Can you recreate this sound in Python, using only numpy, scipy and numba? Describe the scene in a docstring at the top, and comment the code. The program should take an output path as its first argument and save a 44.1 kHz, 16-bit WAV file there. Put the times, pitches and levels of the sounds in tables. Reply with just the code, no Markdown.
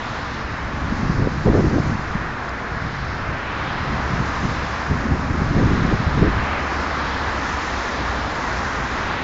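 """A windy day. From the start, tyres roar on a road some way off, far engines drone and leaves hiss.
At about 1 second, gusts buffet and slap the microphone, the stronger ones reaching higher in pitch.
A faint tick comes at 2.5 seconds, weaker gusts follow, and strong ones return from 5 to 6.5 seconds.
Then the buffeting dies down, leaving a louder road and two swells of wind in the leaves.
At the very end a thin whistle of air only just begins to fade in."""
import sys
import numpy as np
from scipy import signal
from scipy.fft import rfft, irfft, next_fast_len
from scipy.io import wavfile
from numba import njit

SR = 44100
rng = np.random.default_rng(int(sys.argv[2]) if len(sys.argv) > 2 else 0)


def pcm_store(signal):
    """Save signal as 16-bit PCM."""
    levels = np.round(np.clip(np.atleast_2d(signal), -1, 1) * 32767)
    wavfile.write(sys.argv[1], SR, levels.astype(np.int16).T)


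N = 407043

# Long gusts. Each row: time of full strength, then rise, hold and fall, all in seconds, relative dB.
GUSTS = [(1.153, 0.71, .22, .12, -25.5), (1.502, .08, .36, 0.14, -22.5), (2.12, .1, .08, 0.25, -31),
         (2.8, 0.092, 0.43, .15, -32.5), (3.782, .16, .82, 0.14, -30.5), (4.922, .04, .03, .04, -28.5),
         (5.055, 0.11, .32, .1, -24.5), (5.603, .25, .22, .17, -21.5), (6.194, 0.23, .08, 0.18, -23)]
# Short puffs on top of the gusts. Each row: time of full strength and hold in seconds, relative dB.
PUFFS = [(1.032, 0.14, -27), (1.198, .079, -22), (1.467, 0.02, -16.5), (1.545, 0.053, -17),
         (1.637, .025, -20.5), (1.718, 0.05, -20.5), (1.871, .05, -30), (2.153, 0.013, -31.5),
         (2.763, .06, -32.5), (3.22, 0.067, -32), (3.915, 0.03, -27.5), (4.12, .092, -26.5),
         (4.435, .06, -25.5), (4.893, .05, -24), (5.101, .05, -24.5), (5.575, 0.088, -22.5),
         (5.82, 0.045, -29), (5.918, 0.017, -21), (6.182, 0.02, -25), (6.227, 0.044, -18.5)]
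# Sharp swirls of air. Each row: time in seconds, relative peak level in dB, pitch in Hz.
SLAPS = [(0.926, -11, 185), (1.034, -7, 150), (1.101, -4, 164), (1.227, -7, 140), (1.247, -17, 80),
         (1.274, -5.5, 390), (1.382, -14, 130), (1.462, -4, 160), (1.47, -6, 400), (1.485, -11.5, 330),
         (1.534, -6, 230), (1.533, -10, 480), (1.553, -1, 390), (1.555, -10, 90), (1.586, -13, 260),
         (1.594, -7, 170), (1.645, -8, 290), (1.733, -8, 180), (1.744, -9, 220), (1.783, -7, 500),
         (1.802, -6.5, 166), (1.876, -10.5, 110), (1.898, -12, 189), (1.918, -21, 90), (1.954, -15, 100),
         (2.156, -10.5, 161), (2.721, -16.5, 130), (4.138, -12.5, 110), (4.205, -8.5, 125),
         (4.455, -14, 171), (4.92, -13, 160), (4.949, -15, 170), (5.059, -11.5, 192), (5.125, -11, 85),
         (5.158, -13, 95), (5.423, -10, 144), (5.512, -9, 120), (5.566, -5, 230), (5.599, -12, 340),
         (5.635, -11, 400), (5.641, -9, 101), (5.672, -11, 300), (5.717, -4, 243), (5.823, -7, 110),
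         (5.852, -7, 166), (5.928, -7.5, 308), (5.939, -10.5, 119), (6.003, -8.5, 141),
         (6.072, -10.5, 85.4), (6.225, -2.5, 157), (6.228, -11, 420), (6.251, -8, 340), (6.263, -13, 55),
         (6.286, -14, 58), (6.366, -17, 90)]
# How loud the road is. Each row: time in seconds, relative roar level in dB, tread hiss level in dB.
ROAD_LEVELS = [(0.0, -30.5, -39.5), (1.3, -31, -40), (2.2, -30, -42), (3.05, -30.5, -41.5),
               (3.45, -29.5, -38), (3.72, -28.5, -35.5), (4.1, -27.5, -35.5), (4.53, -28, -36.5),
               (4.9, -28.5, -40.5), (5.47, -29.5, -39.5), (5.69, -27.5, -37.5), (6.1, -28.5, -38.5),
               (6.45, -25, -32.5), (6.65, -26.5, -37.5), (6.97, -26.5, -34.5), (7.25, -26, -37.5),
               (7.55, -27, -36.5), (8.1, -26, -35.5), (8.5, -26.5, -36.5), (9.17, -26, -35.5)]
# The hollow ring in the roar. Each row: time in seconds, centre pitch in Hz.
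ROAR_RING = [(0.45, 1115), (1.6, 1190), (1.95, 1430), (3.4, 1470), (3.8, 1170), (5.3, 1125), (5.75, 1344),
             (6.4, 1090), (7.0, 1186), (7.7, 1060), (8.7, 1160)]
# Far engines. Each row: time of full strength and hold in seconds, first and last firing rate in Hz,
# level in dB.
ENGINES = [(0.305, 3.1, 65.6, 59.9, -38.5), (2.758, 0.95, 96.5, 100.2, -41), (4.1, 0.63, 68.1, 67, -32.5),
           (5.084, 2.18, 75.2, 69.46, -32), (7.347, 0.3, 63.3, 61, -37), (7.97, 0.23, 60.5, 60, -32),
           (8.45, 0.62, 59.6, 58, -35)]
# Swells of wind in the leaves. Each row: time of the peak and width in seconds, relative level in dB.
LEAF_SWELLS = [(0.1, 0.33, -53.5), (1.05, 0.25, -52), (1.68, 0.45, -50), (4.5, 0.58, -48.5),
               (5.7, 0.99, -51.5), (6.9, 0.55, -50.5), (7.65, 0.48, -45), (8.58, 0.67, -46)]
# The whistle. One row: time of full strength (past the end) and hold in seconds, first and last pitch
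# in Hz, full level in dB.
WHISTLE = (9.5, .46, 6290, 6370, -50.5)
# The tone colour of each noise, from low to high. Each row: frequency in Hz, relative level in dB.
BUFFET_COLOUR = [(10, -4), (28, -1.5), (45, 0.5), (80, 1), (130, -1), (190, -5.5), (310, -7), (600, -6.5),
                 (1500, 2)]
ROAR_COLOUR = [(200, -5), (260, -4), (400, -6.5), (550, -5), (800, -2.5), (1100, -1.5), (1380, -2.8),
               (1740, -3.5), (2050, -8), (2600, -16.5), (3500, -31.5)]
TREAD_COLOUR = [(1200, -7.5), (1800, 3), (2300, 2.5), (3000, -0.5), (3600, -1.5), (4000, -2), (4500, -6.5),
                (5200, -7), (5800, -14), (7500, -40)]
RUMBLE_COLOUR = [(15, -3), (30, -7.5), (42, -2.5), (58, 2.5), (78, 4), (100, -6), (132, -2.5), (175, -5),
                 (260, -2.4), (400, -10.5), (700, -23)]
LEAF_COLOUR = [(2500, -13), (4000, 2.5), (5200, 5), (5800, 3), (6400, 3), (7300, -3.5), (7900, -19.5)]


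def buffet(db_per_octave=14, burst_db=1.54, gain_db=1.0):
    """Air swirls at the microphone: faster air makes the swirls stronger, smaller and so higher."""
    gust_db = wind_pressure_db()
    cutoff_hz = np.clip(310 * 2 ** ((gust_db + 18.5) / db_per_octave), 60, 900)
    swirls = noise(BUFFET_COLOUR) * undb(burst_db * wander(39))
    flow = lowpass(swirls, cutoff_hz, damping=0.66)
    flow = lowpass(flow, 2.6 * cutoff_hz, damping=1.42)
    # the largest, slowest swirls thin out as the air speeds up
    flow = flow - 0.55 * lowpass(flow, 0.06 * cutoff_hz, damping=3.2)
    return unit(flow) * undb(gust_db + gain_db)


def wind_pressure_db(calm_db=-38.5):
    """How hard the wind pushes on the microphone: light air, gusts and puffs add their power."""
    gusts = sum((undb(db) * envelope(s, hold, rise, fall)) ** 2 for s, rise, hold, fall, db in GUSTS)
    puffs = sum((undb(db) * envelope(s, hold, rise=0.017, fall=0.027)) ** 2 for s, hold, db in PUFFS)
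    return 10 * np.log10(undb(calm_db) ** 2 + gusts + puffs)


def slaps(raggedness=0.3, gain_db=-2):
    """Each sharp swirl hits the microphone as one quick swing of pressure with ragged edges."""
    swings = sum(blip(s, db + gain_db, hz, cycles=0.59) for s, db, hz in SLAPS)
    return swings * (1 + raggedness * wander(250))


def road(roar_gain_db=1.77, rumble_db=-33):
    """Many far tyres: a roar with a drifting hollow ring, tread hiss above it and a rumble below."""
    roar_db, tread_db = curves(ROAD_LEVELS)
    ring_hz, = curves(ROAR_RING)
    roar = restless_noise(ROAR_COLOUR, rate=4.4, flicker_db=0.5)
    roar = resonate(roar, ring_hz, width=0.36, boost_db=1.5) * undb(roar_db + roar_gain_db)
    tread = restless_noise(TREAD_COLOUR, rate=1.7, flicker_db=2.0) * undb(tread_db)
    # the bass carries from further off, so it swells less than the roar
    swell_db = 0.83 * (roar_db - roar_db.mean())
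    rumble = noise(RUMBLE_COLOUR) * undb(rumble_db + swell_db)
    return roar + tread + rumble


def engine(start, hold, first_hz, last_hz, db, waver=0.0099, octave_db=-13.5, fade_s=0.13):
    """Only the two lowest firing tones of a far engine reach us, wavering in the wind."""
    firing_hz, = curves([(start, first_hz), (start + hold, last_hz)])
    phase = 2 * np.pi * np.cumsum(firing_hz * (1 + waver * wander(11))) / SR
    tone = np.sin(phase) + undb(octave_db) * np.sin(2 * phase)
    return unit(tone) * undb(db) * envelope(start, hold, fade_s, fade_s)


def leaves(calm_db=-56, flutter_db=0.73, gain_db=4.0):
    """Leaves hiss louder in each swell of wind, fluttering quickly."""
    swells = sum((undb(db) * envelope(s, 0, width, width)) ** 2 for s, width, db in LEAF_SWELLS)
    stir = np.sqrt(undb(calm_db) ** 2 + swells)
    hiss = restless_noise(LEAF_COLOUR, rate=8.0, flicker_db=1.04)
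    return hiss * stir * undb(gain_db + flutter_db * wander(60))


def tick(time_s=2.4934, cycles=3.7):
    """One dry tick made of two very short high tones, nearly buried in the wind."""
    return blip(time_s, db=-30, hz=4950, cycles=cycles) + blip(time_s, db=-38, hz=7000, cycles=cycles)


def whistle(start, hold, first_hz, last_hz, db, width_hz=100, fade_s=0.13):
    """Air sings faintly over an edge: a narrow band of hiss around one pitch."""
    hz, = curves([(start, first_hz), (start + hold, last_hz)])
    phase = 2 * np.pi * np.cumsum(hz) / SR
    hiss = wander(width_hz) * np.sin(phase) + wander(width_hz) * np.cos(phase)
    return unit(hiss) * undb(db) * envelope(start, hold, fade_s, fade_s)


def undb(db):
    """Turns decibels into a number to multiply by."""
    return 10 ** (np.asarray(db) / 20)


def unit(x):
    """Scales a signal so its average strength (rms) is 1."""
    return x / np.sqrt(np.mean(x ** 2))


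def curves(table):
    """Joins each column's values with straight lines; the first column gives the times."""
    times, *columns = np.transpose(table)
    return [np.interp(np.arange(N) / SR, times, column) for column in columns]


def envelope(start, hold, rise, fall):
    """A loudness shape that rises to reach 1 at start, holds, then dies away; all in seconds."""
    age = np.arange(N) / SR - start
    return np.exp(-(np.minimum(age, 0) / rise) ** 2 - (np.maximum(age - hold, 0) / fall) ** 2)


def blip(time_s, db, hz, cycles):
    """A very short swing of pressure: a tone under a bell-shaped fade."""
    age = np.arange(N) / SR - time_s
    near, out = np.abs(age) < 0.05, np.zeros(N)
    fade = np.exp(-(age[near] * hz / cycles) ** 2)
    out[near] = undb(db) * fade * np.sin(2 * np.pi * hz * age[near] + rng.uniform(0, 2 * np.pi))
    return out


def wander(rate):
    """A smooth random wobble of strength 1 that changes about rate times a second."""
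    size = next_fast_len(N, True)
    freqs = np.arange(size // 2 + 1) * SR / size
    spectrum = rfft(rng.standard_normal(size)) * np.exp(-(freqs / rate) ** 2)
    return unit(irfft(spectrum, size)[:N])


def noise(colour):
    """Noise of strength 1 with the given tone colour, falling away steeply past the table's ends."""
    hz, db = np.transpose(colour)
    freqs = np.arange(1, N // 2 + 2) * SR / N
    shape = undb(np.interp(np.log(freqs), np.log(hz), db))
    edges = np.minimum(1, np.minimum(freqs / hz[0], hz[-1] / freqs)) ** 2
    return unit(irfft(rfft(rng.standard_normal(N)) * shape * edges, N))


def restless_noise(colour, rate, flicker_db, band_count=6):
    """Noise split into bands from low to high, each swelling and fading on its own."""
    spectrum = rfft(noise(colour))
    log_freqs = np.log(np.arange(1, N // 2 + 2) * SR / N)
    centres = np.linspace(np.log(colour[0][0]), np.log(colour[-1][0]), band_count)
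    bands = (irfft(spectrum * np.interp(log_freqs, centres, pick), N) for pick in np.eye(band_count))
    return unit(sum(band * undb(flicker_db * wander(rate)) for band in bands))


@njit
def lowpass(x, hz, damping):
    """Keeps the sound below a moving cutoff; less damping makes it ring more there."""
    out, band, low = np.empty(len(x)), 0., 0.
    for i in range(len(x)):
        step = np.tan(np.pi * hz[i] / SR)
        slope = (band + step * (x[i] - low)) / (1 + step * (step + damping))
        out[i] = low + step * slope
        band, low = 2 * slope - band, 2 * out[i] - low
    return out


def resonate(x, hz, width, boost_db):
    """Lifts a band around a moving pitch; width is a fraction of that pitch."""
    band = width * np.gradient(lowpass(x, hz, width)) * SR / (2 * np.pi * hz)
    return unit(x + (undb(boost_db) - 1) * band)


def scene():
    """Wind, traffic and the small background sounds meet at one microphone."""
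    traffic = road() + sum(engine(*row) for row in ENGINES)
    return (buffet() + slaps() + traffic + leaves() + tick() + whistle(*WHISTLE))[None]


def record(dry):
    """The recorder rounds off the strongest gusts and cuts the highest treble."""
    drive, top_hz = 0.81, 7500
    rounded = np.tanh(drive * dry) / drive
    treble_cut = signal.ellip(12, 0.2, 80, top_hz, fs=SR, output="sos")
    return signal.sosfilt(treble_cut, rounded)


dry = scene()
out = record(dry)
pcm_store(out)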